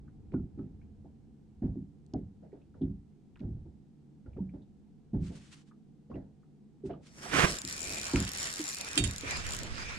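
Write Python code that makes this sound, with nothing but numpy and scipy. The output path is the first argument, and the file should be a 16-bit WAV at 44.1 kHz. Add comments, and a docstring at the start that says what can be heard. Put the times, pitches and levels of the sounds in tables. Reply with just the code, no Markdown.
"""Drifting fishing boat, from the angler's chest

Small waves slap the hull close by: trapped air rings, panels knock, and drops, plops and spatter follow.
A two-port microphone on the chest hears a nylon sleeve brush, then swish past as the rod is swept up.
The reel's drag ratchets at an uneven speed, as filtered clicks with a ringing spool; tackle clacks twice.
The sleeve keeps rubbing, as shaped noise, while wind rumbles on the microphone near the end."""
import sys
import numpy as np
from scipy import signal
from scipy.fft import rfft, irfft, next_fast_len
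from scipy.io import wavfile
from scipy.ndimage import uniform_filter1d

SR = 44100
rng = np.random.default_rng(int(sys.argv[2]) if len(sys.argv) > 2 else 0)


def store_pcm(level_fs):
    """Save levels as 16-bit WAV."""
    pcm = np.round(np.clip(level_fs, -1, 1) * 32767).astype(np.int16)
    wavfile.write(sys.argv[1], SR, np.atleast_2d(pcm).T)


N = 440115
TIME = np.arange(N) / SR

# waves on the hull, levels before trims:
# start_s, knock_db, boom_db, splash_db, trapped_air_hz, rise_s
SLAPS = [(.322, -34.5, -60.5, -57.5, 291, 0.0055), (.341, -21, -40.5, -59, 254, 0.0019),
         (.379, -29, -47.5, -72.5, 263, 0.0026), (.574, -30.5, -47, -57.5, 277.3, 0.016),
         (1.046, -46.5, -68, -62.5, 285, 0.0023), (1.619, -22, -34, -49.5, 232.3, 0.013),
         (1.757, -30.5, -54.5, -68, 245, 0.0037), (2.136, -25.5, -39, -54, 260, 0.0026),
         (2.421, -46.5, -75, -59.5, 189, 0.012), (2.528, -45, -67.5, -59, 400, 0.0042),
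         (2.749, -46.5, -67, -62.5, 220.5, 0.0037), (2.81, -21.5, -36, -57, 261, 0.0087),
         (3.402, -31.5, -36, -56, 226, 0.027), (3.469, -33.5, -41.5, -65, 192, 0.01),
         (3.55, -46, -48, -69, 150, 0.014), (3.655, -45.5, -72, -67, 338.4, 0.0059),
         (4.26, -44.5, -44, -61.5, 241, 0.0045), (4.364, -33.5, -45, -56, 205, 0.0034),
         (4.404, -34, -56, -66, 205, 0.013), (4.535, -35.5, -51, -58, 263, 0.0074),
         (5.132, -22.5, -33, -51, 213, 0.0099), (5.211, -30, -47, -66, 186.5, 0.013),
         (5.298, -34.5, -62, -56.5, 172.5, 0.0078), (6.095, -38.5, -46.5, -52, 223, 0.014),
         (6.143, -32.5, -50, -50.5, 285, 0.011), (6.835, -28.5, -47.5, -58, 384, 0.016),
         (6.894, -36, -78, -46.5, 400, 0.0016), (7.335, -27, -69, -58, 268, 0.007),
         (7.638, -37.5, -54, -71, 255, 0.0043), (8.136, -17.5, -28, -40, 289.3, 0.0047),
         (8.966, -24, -30.5, -45, 296, 0.029), (9.232, -36, -46, -46.5, 277.8, 0.0033)]
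# the sleeve whips past as the rod is swept up: time_s, level_db (before trim)
SWEEP = [(7.03, -96), (7.151, -67.5), (7.25, -51), (7.3, -45), (7.335, -30.5), (7.385, -25), (7.447, -23),
         (7.471, -30), (7.495, -45), (7.58, -78)]
# the sleeve while the rod is held up: time_s, rubbing_db (before trim), nylon_hiss_db
WINDING = [(7.52, -51, -45), (7.6, -56.5, -57), (7.655, -61, -55), (7.679, -53.5, -44), (7.8, -62.5, -46),
           (7.92, -49.5, -42), (8.0, -50.5, -47.5), (8.12, -46.5, -45), (8.33, -51, -47.5),
           (8.42, -45.5, -41.5), (8.499, -49, -43.5), (8.72, -56.5, -46), (8.8, -52, -48.5),
           (8.959, -47.5, -45), (9.19, -56, -52.5), (9.235, -46.5, -52), (9.365, -43, -48),
           (9.44, -47, -50.5), (9.55, -46.5, -47), (9.69, -50.5, -56), (9.78, -46, -53), (9.88, -47, -55),
           (9.98, -51.5, -59)]


def gain_of(db):
    """Decibels to amplitude."""
    return 10 ** (np.asarray(db) / 20)


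def evened(x):
    """Scales to rms 1."""
    return x / np.sqrt(np.mean(x ** 2) + 1e-20)


def peaked(x):
    """Scales to peak 1."""
    return x / (abs(x).max() + 1e-20)


def burst(x):
    """Scales the loudest 20 ms to rms 1."""
    power = uniform_filter1d(np.mean(np.atleast_2d(x) ** 2, 0), size=882)
    return x / np.sqrt(power.max() + 1e-20)


def add(mix, s, sound):
    """Lays a sound into the stereo mix at time s."""
    part = mix[:, max(round(s * SR), 0):][:, :sound.shape[-1]]
    part += sound[..., :part.shape[1]]


def panned(x, side_db):
    """Makes the left channel side_db louder than the right."""
    return x * gain_of(np.array([[.5], [-.5]]) * side_db)


def noise(spectrum, same, size=N, lead_s=0, turn=0, rolloff_db_per_octave=30):
    """Stereo noise of rms 1 with left-right likeness same; the left port leads by lead_s plus turn radians."""
    hz, db = np.transpose(spectrum)
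    same = np.clip(same, -1, 1)
    length = next_fast_len(size)
    a, b = rfft(rng.standard_normal((2, size)), length)
    f = np.fft.rfftfreq(length, 1 / SR)
    # the noise dies away above the top of its spectrum
    rolloff_db = rolloff_db_per_octave * np.log2(np.maximum(f / hz[-1], 1))
    colour = gain_of(np.interp(np.log(f + 1), np.log(hz), db) - rolloff_db)
    delayed = a * np.exp(-1j * (2 * np.pi * f * lead_s + turn))
    right = same * delayed + np.sqrt(1 - same ** 2) * b
    return evened(irfft(colour * [a, right], length)[:, :size])


def flutter(per_s, depth_db):
    """A gain that wanders at random, through per_s new levels a second."""
    knots = rng.standard_normal(N // 8)
    return gain_of(depth_db * np.interp(TIME * per_s, np.arange(len(knots)), knots))


def ring(modes, t, spread, scatter):
    """Dying modes, detuned and phased by where the blow lands; their phase differs at the two ports."""
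    hz, db, t60 = np.transpose(modes)[:, :, None]
    tune, phase, port = 2 * rng.random((3, len(modes), 1)) - 1
    turn = 2 * np.pi * hz * (1 + spread * tune) * t + np.pi * phase
    fade = gain_of(db - 60 * t / t60)
    return np.array([(fade * np.sin(turn + side * scatter * port)).sum(0) for side in (-1, 1)])


def swell(t, rise):
    """A smooth onset, 63 % up after rise seconds."""
    return 1 - np.exp(-(np.maximum(t, 0) / rise) ** 2)


def curve_gain(s, db):
    """A level curve as a gain, silent outside its span."""
    return gain_of(np.interp(TIME, s, db, left=-np.inf, right=-np.inf))


def strokes(rows):
    """The gain of smooth swells, each rising and falling alike, down to 1/e at half_s from the peak."""
    return sum(gain_of(db) * np.exp(-((TIME - s) / half_s) ** 2) for s, db, half_s in rows)


def bubble(t, hz, glide, t60):
    """Air ringing under water, rising in pitch (by twice the glide per s) as it nears the surface."""
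    t = np.maximum(t, 0)
    return np.sin(2 * np.pi * hz * t * (1 + glide * t)) * gain_of(-60 * t / t60)


def slop(rumble_db=-1, murmur_db=-58, stir_db=-4, hiss_db=-85, rock_db=-18, rock_lag_s=0.098, rock_s=0.13):
    """Ripples keep the hollow hull murmuring, over a faint even hiss; it rumbles as each wave rocks it."""
    # low rumble between waves: time_s, level_db (before trims)
    chop_curve = [(0, -53), (.85, -54), (1.4, -64), (6, -73.5), (8.75, -68)]
    # spectra of hull rumble, hull murmur and even hiss: frequency_hz, density_db per Hz
    rumble_spectrum = [(15, -5.5), (50, 3.5), (80, 10), (120, 0), (400, -75.5)]
    murmur_spectrum = [(70, -23), (120, -18.5), (143, 8), (175, -6), (215, 5), (250, -7), (290, -4.5),
                       (380, -13), (480, -18), (590, -31), (760, -24), (1100, -39), (3000, -52)]
    hiss_spectrum = [(20, 6), (700, -29), (1100, 9.5), (2000, 7), (4000, 6), (8500, 2), (10500, -6),
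                     (16000, -21)]
    chop = gain_of(np.interp(TIME, *np.transpose(chop_curve)))
    # the hull rocks a moment after each slap, in step with its boom level
    rocking = strokes([(s + rock_lag_s, boom_db + rock_db, rock_s) for s, _, boom_db, *_ in SLAPS])
    rumble = evened(noise(rumble_spectrum, same=0.97) * flutter(per_s=16, depth_db=1.5))
    rumble = rumble * gain_of(rumble_db) * (chop + rocking)
    murmur = evened(noise(murmur_spectrum, same=0.64) * flutter(per_s=7.8, depth_db=0.5))
    murmur = murmur * np.hypot(gain_of(murmur_db), gain_of(stir_db) * chop)
    hiss = gain_of(hiss_db) * noise(hiss_spectrum, same=0.24)
    return panned(rumble + murmur, side_db=-1) + hiss


def spray(count=3, low_hz=1183, high_hz=3504, spray_db=-15, db_per_octave=-7, air_s=0.047):
    """Each splash throws a few drops, large to small, the small ones fainter: start_s, level_db, pitch_hz."""
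    drops = []
    for s, _, _, splash_db, _, _ in SLAPS:
        for k, (delay, size) in enumerate(rng.random((count, 2))):
            octaves = np.log2(high_hz / low_hz) * (k + size) / count
            db = splash_db + spray_db + db_per_octave * octaves
            drops.append((s + air_s * delay, db, low_hz * 2 ** octaves))
    return drops


def plips(level_db=-1, ring_cycles=60, spread=.25, scatter_s=0.01, follow_db=-7, follow_t60=0.14,
          ripple_db=-9, ripple_t60=0.13, count=10):
    """A drop traps one bubble, then others that ring half as many cycles, and a soft tail of tiny ones."""
    # drops and bubbles that stand out: start_s, peak_db (before trim), pitch_hz
    single_drops = [(0.078, -60.5, 1500), (0.341, -52, 1380), (.814, -63.5, 2250), (1.05, -52.5, 660),
                    (2.14, -37.5, 645), (2.16, -36, 424), (2.519, -66.5, 1880), (2.614, -69, 2650),
                    (2.742, -58, 1410), (2.816, -59, 3430), (4.26, -59.5, 1400), (4.332, -65.5, 2390),
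                    (4.491, -60, 2340), (4.619, -68, 3660), (5.712, -56.5, 1240), (6.115, -46.5, 1080),
                    (6.156, -58, 1920), (6.43, -65, 1250), (6.896, -41.5, 824), (6.908, -54, 2870),
                    (6.931, -57.5, 3030), (6.937, -48, 1190), (7.257, -35, 715), (8.158, -33, 1340)]
    # tiny bubbles stirred up by a drop: multiple of its pitch, density_db per Hz
    ripple_spectrum = [(.35, -35.5), (.75, -8.5), (1, 8.5), (1.35, -14.5), (2.4, -37)]
    out, t = np.zeros((2, N)), np.arange(SR // 8) / SR
    for s, db, hz in single_drops + spray():
        size, side = rng.standard_normal((2, count, 1))
        late = scatter_s * rng.exponential(1, (count, 1))
        pitch = hz * np.exp(spread * np.tanh(size / 2) * 2)
        others = bubble(t - late, pitch, glide=0.4, t60=ring_cycles / pitch / 2) * swell(t - late, 0.00045)
        others *= gain_of(follow_db - 60 * late / follow_t60)
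        first = bubble(t, hz, glide=0.49, t60=ring_cycles / hz)
        ripple = noise(np.multiply(ripple_spectrum, (hz, 1)), same=0.49, size=len(t))
        ripple = ripple * gain_of(ripple_db - 60 * t / ripple_t60)
        ports = np.array([(others * (1 + k * side)).sum(0) for k in (-.5, .5)])
        ports = ports + (first + ripple) * swell(t, 0.001)
        add(out, s, gain_of(db + level_db) * peaked(ports))
    return out


def cracks(t60=0.0048):
    """A flat face of water smacks the side: a very short burst of noise."""
    # dry cracks where a wave lands flat: start_s, peak_db, lowest_strong_hz
    flat_landings = [(0.32, -51, 1110), (2.064, -60, 3500), (2.137, -43, 2650), (3.358, -52, 1140),
                     (6.157, -53, 1210), (8.159, -18.5, 1169)]
    # crack spectrum: multiple of that frequency, density_db per Hz
    crack_spectrum = [(.45, -19), (1, 5), (2.3, 11), (3.4, -41)]
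    out, t = np.zeros((2, N)), np.arange(SR // 10) / SR
    for s, db, hz in flat_landings:
        snap = noise(np.multiply(crack_spectrum, (hz, 1)), same=0.33, size=len(t))
        add(out, s, gain_of(db) * peaked(snap * gain_of(-60 * t / t60) * swell(t, t60 / 10)))
    return out


def blows(delay_s=.056, pitch_ratio=0.72, softer_knock_db=-12.5, softer_boom_db=-5.5, softer_splash_db=-27):
    """Every slap, then the water falling back to knock again: softer, lower and nearly dry."""
    for s, knock_db, boom_db, splash_db, hz, rise in SLAPS:
        yield s, knock_db, boom_db, splash_db, hz, rise
        yield (s + delay_s, knock_db + softer_knock_db, boom_db + softer_boom_db,
               splash_db + softer_splash_db, hz * pitch_ratio, rise)


def slaps(panel_db=-1, pocket_db=-3, knock_trim_db=-7, gulp_db=-5, boom_rise_s=0.019, pocket_t60=0.19,
          gulp_t60=0.09, glide=0.37, splash_t60=0.36, pocket_rise=0.25, splash_rise=0.56,
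          reach_db_per_octave=7, gulp_hz=463, gulp_lift_hz=3300):
    """Each wave traps a pocket of air that rings and shakes the panels; the whole hull booms a moment later."""
    # hull panels, then the hull flexing as a whole: frequency_hz, level_db, t60_s
    panel_modes = [(123, -3, 0.39), (146.3, 3.5, 0.32), (171.1, -3, 0.53), (206, -2, 0.46),
                   (250.7, -1, 0.27), (274.3, -0.5, 0.32), (322, 3.5, 0.15), (367.3, -1.5, 0.25),
                   (409, -12, 0.076)]
    flex_modes = [(34.6, -13, 0.21), (49.6, -4, 0.27), (68.3, 5.5, 0.18), (80.6, -3, 0.26),
                  (95.2, -0.5, 0.21), (108, -0.5, 0.27)]
    # water closing against the side: frequency_hz, density_db per Hz
    splash_spectrum = [(220, -12.5), (430, 10), (590, 4), (720, -0.5), (900, -3.5), (1080, -20),
                       (1600, -18), (2500, -31.5), (5000, -35.5), (9000, -56)]
    out, t = np.zeros((2, N)), np.arange(SR * 2 // 5) / SR
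    for s, knock_db, boom_db, splash_db, hz, rise in blows():
        pocket = bubble(t, hz, glide, pocket_t60) * swell(t, rise * pocket_rise)
        # panels tuned near the pocket are driven hardest
        driven = [(f, level - reach_db_per_octave * abs(np.log2(f / hz)), t60)
                  for f, level, t60 in panel_modes]
        panels = ring(driven, t, spread=0.0575, scatter=0.12) * swell(t, rise)
        knock = burst(gain_of(pocket_db) * burst(pocket) + gain_of(panel_db) * burst(panels))
        boom = burst(ring(flex_modes, t, spread=0.07, scatter=0.17) * swell(t - rise, boom_rise_s))
        # a smaller cavity gulps inside the splash, higher after a harder slap
        water = noise(splash_spectrum, same=0.25, size=len(t)) * gain_of(-60 * t / splash_t60)
        cavity_hz = gulp_hz + gulp_lift_hz * gain_of(knock_db)
        gulp = gain_of(gulp_db) * burst(bubble(t, cavity_hz, glide, gulp_t60))
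        splash = burst((burst(water) + gulp) * swell(t, rise * splash_rise))
        hull = gain_of(knock_db + knock_trim_db) * knock + gain_of(boom_db) * boom
        add(out, s, hull + gain_of(splash_db) * splash)
    return panned(out, side_db=-1.5)


def spatter(fall_s=.018, octaves=0.45, ring_cycles=14, uneven_db=4, t60=0.18, count=50):
    """Dozens of tiny droplets land in a thinning shower, each a brief tick."""
    # sheets of water that break into fine spatter: start_s, peak_db, middle_pitch_hz
    sheets = [(.322, -61.5, 2300), (.336, -44.5, 1000), (.587, -57, 1100), (1.622, -59, 1700),
              (3.361, -53.5, 1500), (3.394, -52, 2900), (4.369, -54, 1200), (4.535, -59, 900),
              (6.153, -57, 2020), (6.9, -50, 1500)]
    out, t = np.zeros((2, N)), np.arange(SR // 8) / SR
    for s, db, hz in sheets:
        size, force, side = rng.standard_normal((3, count, 1))
        late = fall_s * rng.exponential(1, (count, 1))
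        pitch = hz * 2 ** (octaves * size)
        drops = bubble(t - late, pitch, glide=0, t60=ring_cycles / pitch)
        drops = drops * gain_of(uneven_db * force - 60 * late / t60)
        ports = np.array([(drops * (1 + k * side)).sum(0) for k in (-.5, .5)])
        add(out, s, gain_of(db) * peaked(ports))
    return out


def plops(settle_s=0.036, rise_s=0.0028, wobble=0.036, wobble_per_s=170, throb_db=3.5):
    """A cavity rings while the water reshapes it: its pitch bends, settles and wobbles."""
    # larger cavities that close with a round plop: start_s, level_db, pitch_hz, t60_s, bend_octaves
    cavities = [(.345, -58, 1420, 0.16, -0.063), (.589, -64, 1280, 0.12, .05),
                (2.14, -42.5, 784, 0.074, -0.25), (2.434, -56, 637, 0.21, -0.1),
                (2.528, -43.5, 421, 0.2, -0.34), (3.441, -42.5, 408, 0.14, -0.42),
                (4.38, -39, 450, 0.12, -0.51), (4.387, -56, 890, 0.087, .05),
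                (4.404, -30, 204.8, .36, -0.19), (5.139, -52.5, 862, 0.12, -0.0028),
                (6.14, -61, 2510, 0.037, 0.95), (6.168, -49, 710, 0.099, -0.42),
                (6.897, -36, 699, 0.16, -0.049), (8.595, -31.5, 325, 0.11, -0.17)]
    out, t = np.zeros((2, N)), np.arange(SR // 4) / SR
    for s, db, hz, t60, bend in cavities:
        knots = rng.standard_normal((2, len(t) // 20))
        shape, loudness = (np.interp(t * wobble_per_s, np.arange(len(k)), k) for k in knots)
        pitch = hz * 2 ** (bend * (1 - np.exp(-t / settle_s))) * (1 + wobble * shape)
        fade = gain_of(throb_db * loudness - 60 * t / t60)
        tone = np.sin(2 * np.pi * np.cumsum(pitch) / SR) * fade * swell(t, rise_s)
        add(out, s, gain_of(db) * peaked(tone))
    return panned(out, side_db=-2.5)


def wake(lag_s=0.036, growth=0.48):
    """The gain of what trails the sweeping arm: later, and swelling fewer dB than the sweep."""
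    s, db = np.transpose(SWEEP)
    return curve_gain(s + lag_s, growth * db)


def drifting(x, depth_db, bins=14, frames=10):
    """Shifting folds of cloth colour the rubbing in passing patches, some hundreds of Hz wide."""
    z = signal.stft(x, nperseg=1024, noverlap=768)[2]
    patches = uniform_filter1d(rng.standard_normal(z.shape[1:]), bins, axis=0)
    patches = uniform_filter1d(patches, frames, axis=1)
    return signal.istft(z * gain_of(depth_db * evened(patches)), nperseg=1024, noverlap=768)[1][:, :N]


def sleeve(rub_trim_db=3, wake_db=-24, swish_trim_db=-1.0):
    """Nylon threads catch and slip: a light touch hisses, a pressed one rubs lower, a fast sweep swishes."""
    # light strokes of the sleeve: peak_s, level_db, half_s (to 1/e)
    light_strokes = [(5.262, -61, 0.04), (5.36, -62, 0.05), (5.462, -62.5, 0.049), (5.532, -53, 0.014),
                     (5.582, -64, 0.04), (5.682, -71, 0.022), (6.872, -67.5, 0.019), (7.07, -61.5, 0.036)]
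    # the arm passes mostly by the right port: time_s, left_minus_right_db (of the rubbing)
    arm_side = [(7.42, 6), (7.55, -4.5), (8.9, -4.5), (9.3, -4)]
    # spectra of pressed rubbing, nylon hiss, light strokes and swish: frequency_hz, density_db per Hz
    rub_spectrum = [(150, -29), (400, 0.5), (750, -0.5), (1400, 4), (1900, 5.5), (2400, 1.5), (2800, 2),
                    (3300, -1.5), (4200, -2.5), (7000, -7.5), (16000, -59)]
    nylon_spectrum = [(500, -5.5), (2000, 2.5), (3600, -3.5), (5700, 4.5), (6600, -1), (8000, -2),
                      (9300, -1.5), (10500, -10.5), (12500, -18.5), (15500, -32)]
    light_spectrum = [(400, -16), (1100, 4), (3000, 5), (4500, 3), (7000, 0.5), (9400, -3), (10800, -22),
                      (13000, -25), (15500, -49)]
    swish_spectrum = [(120, -14), (350, -0.5), (750, -6), (1000, -2), (1600, -0.5), (2300, -4), (3200, -9),
                      (4300, -16.5), (8000, -19.5), (15000, -42)]
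    s, rub_db, nylon_db = np.transpose(WINDING)
    side_db = np.interp(TIME, *np.transpose(arm_side))
    rub = curve_gain(s, rub_db + rub_trim_db) * noise(rub_spectrum, same=0.26, lead_s=0.00028)
    rub = panned(rub, side_db)
    hiss_gain = curve_gain(s, nylon_db) + gain_of(wake_db) * wake()
    hiss = panned(hiss_gain * noise(nylon_spectrum, same=0.58, lead_s=0.000252), side_db * 0.21)
    brush = strokes(light_strokes) * noise(light_spectrum, same=0.35)
    swish_gain = gain_of(swish_trim_db) * curve_gain(*np.transpose(SWEEP))
    swish = panned(swish_gain * noise(swish_spectrum, same=0.75, turn=1.61), side_db=-9)
    catches = evened(flutter(per_s=700, depth_db=1.0) * flutter(per_s=58, depth_db=1.77))
    return catches * (drifting(rub + hiss, depth_db=2.0) + brush + swish)


def draught(wake_db=-26, rubbing_db=-8):
    """The moving arm drives lumps of air over the microphone."""
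    # puffs of air on the microphone: peak_s, level_db, half_s (to 1/e)
    air_puffs = [(7.391, -29, 0.0022), (7.443, -25, 0.0059), (7.535, -52, 0.022), (7.9, -48, 0.13),
                 (9.65, -47.5, 0.049)]
    # air buffeting the ports: frequency_hz, density_db per Hz
    buffet_spectrum = [(15, -14), (50, 3), (130, 2), (220, -1), (380, -2.5), (700, -9), (2000, -65)]
    s, rub_db, _ = np.transpose(WINDING)
    lumps = evened(noise(buffet_spectrum, same=0.99) * flutter(per_s=120, depth_db=0.5))
    gain = gain_of(wake_db) * wake() + curve_gain(s, rub_db + rubbing_db) + strokes(air_puffs)
    return panned(lumps * gain, side_db=-4)


def teeth(count=32, stumble=.02):
    """Time and rate of every tooth: within each stretch the clicks quicken or slow evenly."""
    # clicking speed of the drag, in stretches: start_s, length_s, first_clicks_per_s, last_clicks_per_s
    stretches = [(7.504, 0.085, 121, 46), (7.6174, 0.064, 25.6, 45), (7.6867, 0.058, 95, 41),
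                 (7.7648, 0.12, 67, 104), (7.8942, 0.14, 107, 52), (8.0422, 0.13, 85, 28.9),
                 (8.2025, 0.078, 44.6, 35), (8.2906, 0.096, 28, 102), (8.4, 0.079, 115, 45.4),
                 (8.4883, 0.064, 65, 104), (8.5588, 0.09, 90, 82), (8.6557, 0.073, 77, 130),
                 (8.7296, 0.061, 131.3, 41.5), (8.811, 0.077, 31.7, 20.7), (8.9127, 0.045, 60.9, 31),
                 (9.0753, 0.063, 21.8, 45.9), (9.161, 0.049, 55.5, 27), (9.3092, 0.064, 16.7, 16.7),
                 (9.4662, 0.058, 34, 76), (9.5346, 0.036, 72, 52.7), (9.589, 0.055, 23.4, 21.7)]
    for start, length, first_per_s, last_per_s in stretches:
        t = np.arange(0, length, 1 / SR)
        passed = np.cumsum(np.linspace(first_per_s, last_per_s, len(t))) / SR
        # stumble: unevenness as a share of the gap between teeth
        tooth = np.arange(count) + stumble * rng.standard_normal(count)
        at = np.interp(tooth[tooth < passed[-1]], passed, t)
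        yield from zip(start + at, first_per_s + (last_per_s - first_per_s) * at / length)


def drag(tooth_db=-21.5, spool_db=-26, snap_s=0.00035, ring_uneven_db=7, uneven_db=1.5, skip_db_per_octave=.7):
    """The pawl snaps over each tooth as line is pulled out, and the metal spool rings on."""
    # snap of the pawl: frequency_hz, density_db per Hz
    pawl_spectrum = [(1000, -14), (2800, -11), (3800, 6), (5800, 5.5), (8100, 5.5), (9100, 4.5),
                     (10600, -8.5), (12500, -6.5), (15500, -17)]
    # ringing spool: frequency_hz, level_db (relative), t60_s
    spool_modes = [(7030, -1, 0.1), (7110, 2.5, 0.16), (7670, 6.5, 0.019), (5780, 2.5, 0.017)]
    out, t = np.zeros((2, N)), np.arange(SR // 8) / SR
    for s, per_s in teeth():
        tick = peaked(noise(pawl_spectrum, same=0, size=len(t)) * t ** 2 * np.exp(-t / snap_s))
        spool = ring(spool_modes, t, spread=0.0024, scatter=3.0) * swell(t, snap_s)
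        ring_db = spool_db + ring_uneven_db * (2 * rng.random() - 1)
        spool = gain_of(ring_db) * panned(spool, side_db=10.5)
        # the faster the teeth pass, the less far the pawl falls
        db = tooth_db - skip_db_per_octave * np.log2(per_s) + uneven_db * rng.standard_normal()
        add(out, s, gain_of(db) * (tick + spool))
    return out


def weave():
    """Ribs of nylon slip over each other in a narrow, breathy band."""
    # the weave sings where the cloth slides steadily: peak_s, level_db, half_s (to 1/e), pitch_hz
    slides = [(7.961, -48.5, 0.25, 2410), (8.385, -64, 0.065, 5647), (8.67, -55, 0.085, 5706),
              (8.861, -50, 0.21, 2455), (9.311, -42.5, 0.075, 2373), (9.359, -44.5, 0.039, 4983),
              (9.47, -53, 0.064, 2370), (9.785, -50, 0.064, 4904), (9.892, -46.5, 0.11, 2410)]
    # breathy band: multiple of the pitch, density_db per Hz
    band_spectrum = [(.6, -45), (.9, -11.5), (1, 1.5), (1.1, -10), (1.6, -57)]
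    out, t = np.zeros((2, N)), np.arange(-SR // 2, SR // 2) / SR
    for s, db, half_s, hz in slides:
        band = noise(np.multiply(band_spectrum, (hz, 1)), same=0.038, size=len(t))
        add(out, s + t[0], gain_of(db) * np.exp(-(t / half_s) ** 2) * band)
    return panned(out, side_db=1)


def breeze():
    """Wind rumbles on each port separately, very faint until it picks up."""
    # wind on the microphone: time_s, level_db
    wind_curve = [(8.95, -72), (9.35, -42.5)]
    # wind rumble: frequency_hz, density_db per Hz
    wind_spectrum = [(90, -2), (260, -16.5)]
    rumble = evened(noise(wind_spectrum, same=0) * flutter(per_s=33, depth_db=2.5))
    return panned(rumble * gain_of(np.interp(TIME, *np.transpose(wind_curve))), side_db=-3)


def clacks(rattle_db=-1, rattle_t60=0.1):
    """Hard tackle knocks together with a short rattle and a ring."""
    # tackle knocking: start_s, level_db, ring_tilt_db per octave about 5 kHz
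    knocks = [(8.9764, -11, -2), (9.039, -17, 9.5)]
    # ringing tackle: frequency_hz, level_db (before tilt), t60_s
    tackle_modes = [(2450, -10, 0.095), (2660, -17, 0.091), (2720, -7, 0.14), (3230, -5.5, 0.11),
                    (3240, 3, 0.073), (3695, -11, 0.29), (3785, -14.5, 0.23), (3930, -8, 0.048),
                    (4490, -12.5, 0.21), (4870, -4, 0.055), (6900, -10, 0.15), (7170, -1, 0.038),
                    (7960, -8, 0.034), (8600, -8, 0.064), (8990, -9, 0.043)]
    # rattle: (frequency_hz, density_db per Hz)
    rattle_spectrum = [(600, -9), (3000, 12), (4600, -5), (5700, 2), (9000, 10.5), (10800, -12.0), (15000, -19)]
    out, t = np.zeros((2, N)), np.arange(SR // 3) / SR
    for s, db, tilt_db in knocks:
        modes = [(hz, level + tilt_db * np.log2(hz / 5000), t60) for hz, level, t60 in tackle_modes]
        rattle = noise(rattle_spectrum, same=0, size=len(t)) * gain_of(rattle_db - 60 * t / rattle_t60)
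        sound = ring(modes, t, spread=0.0006, scatter=1.7) + rattle
        add(out, s, gain_of(db) * peaked(sound * swell(t, 0.0003)))
    return panned(out, side_db=-7.5)


def scene():
    """Water and boat, then the angler and the reel."""
    water = slop() + plips() + cracks() + slaps() + spatter() + plops()
    angler = sleeve() + draught() + weave()
    return water + angler + drag() + breeze() + clacks()


def record(dry, edge_hz=15900):
    """A steep low-pass: nothing sounds above about 16 kHz."""
    low_pass = signal.firwin(511, edge_hz, window=("kaiser", 9), fs=SR)
    return signal.oaconvolve(dry, low_pass[None], "same")


dry = scene()
out = record(dry)
store_pcm(out)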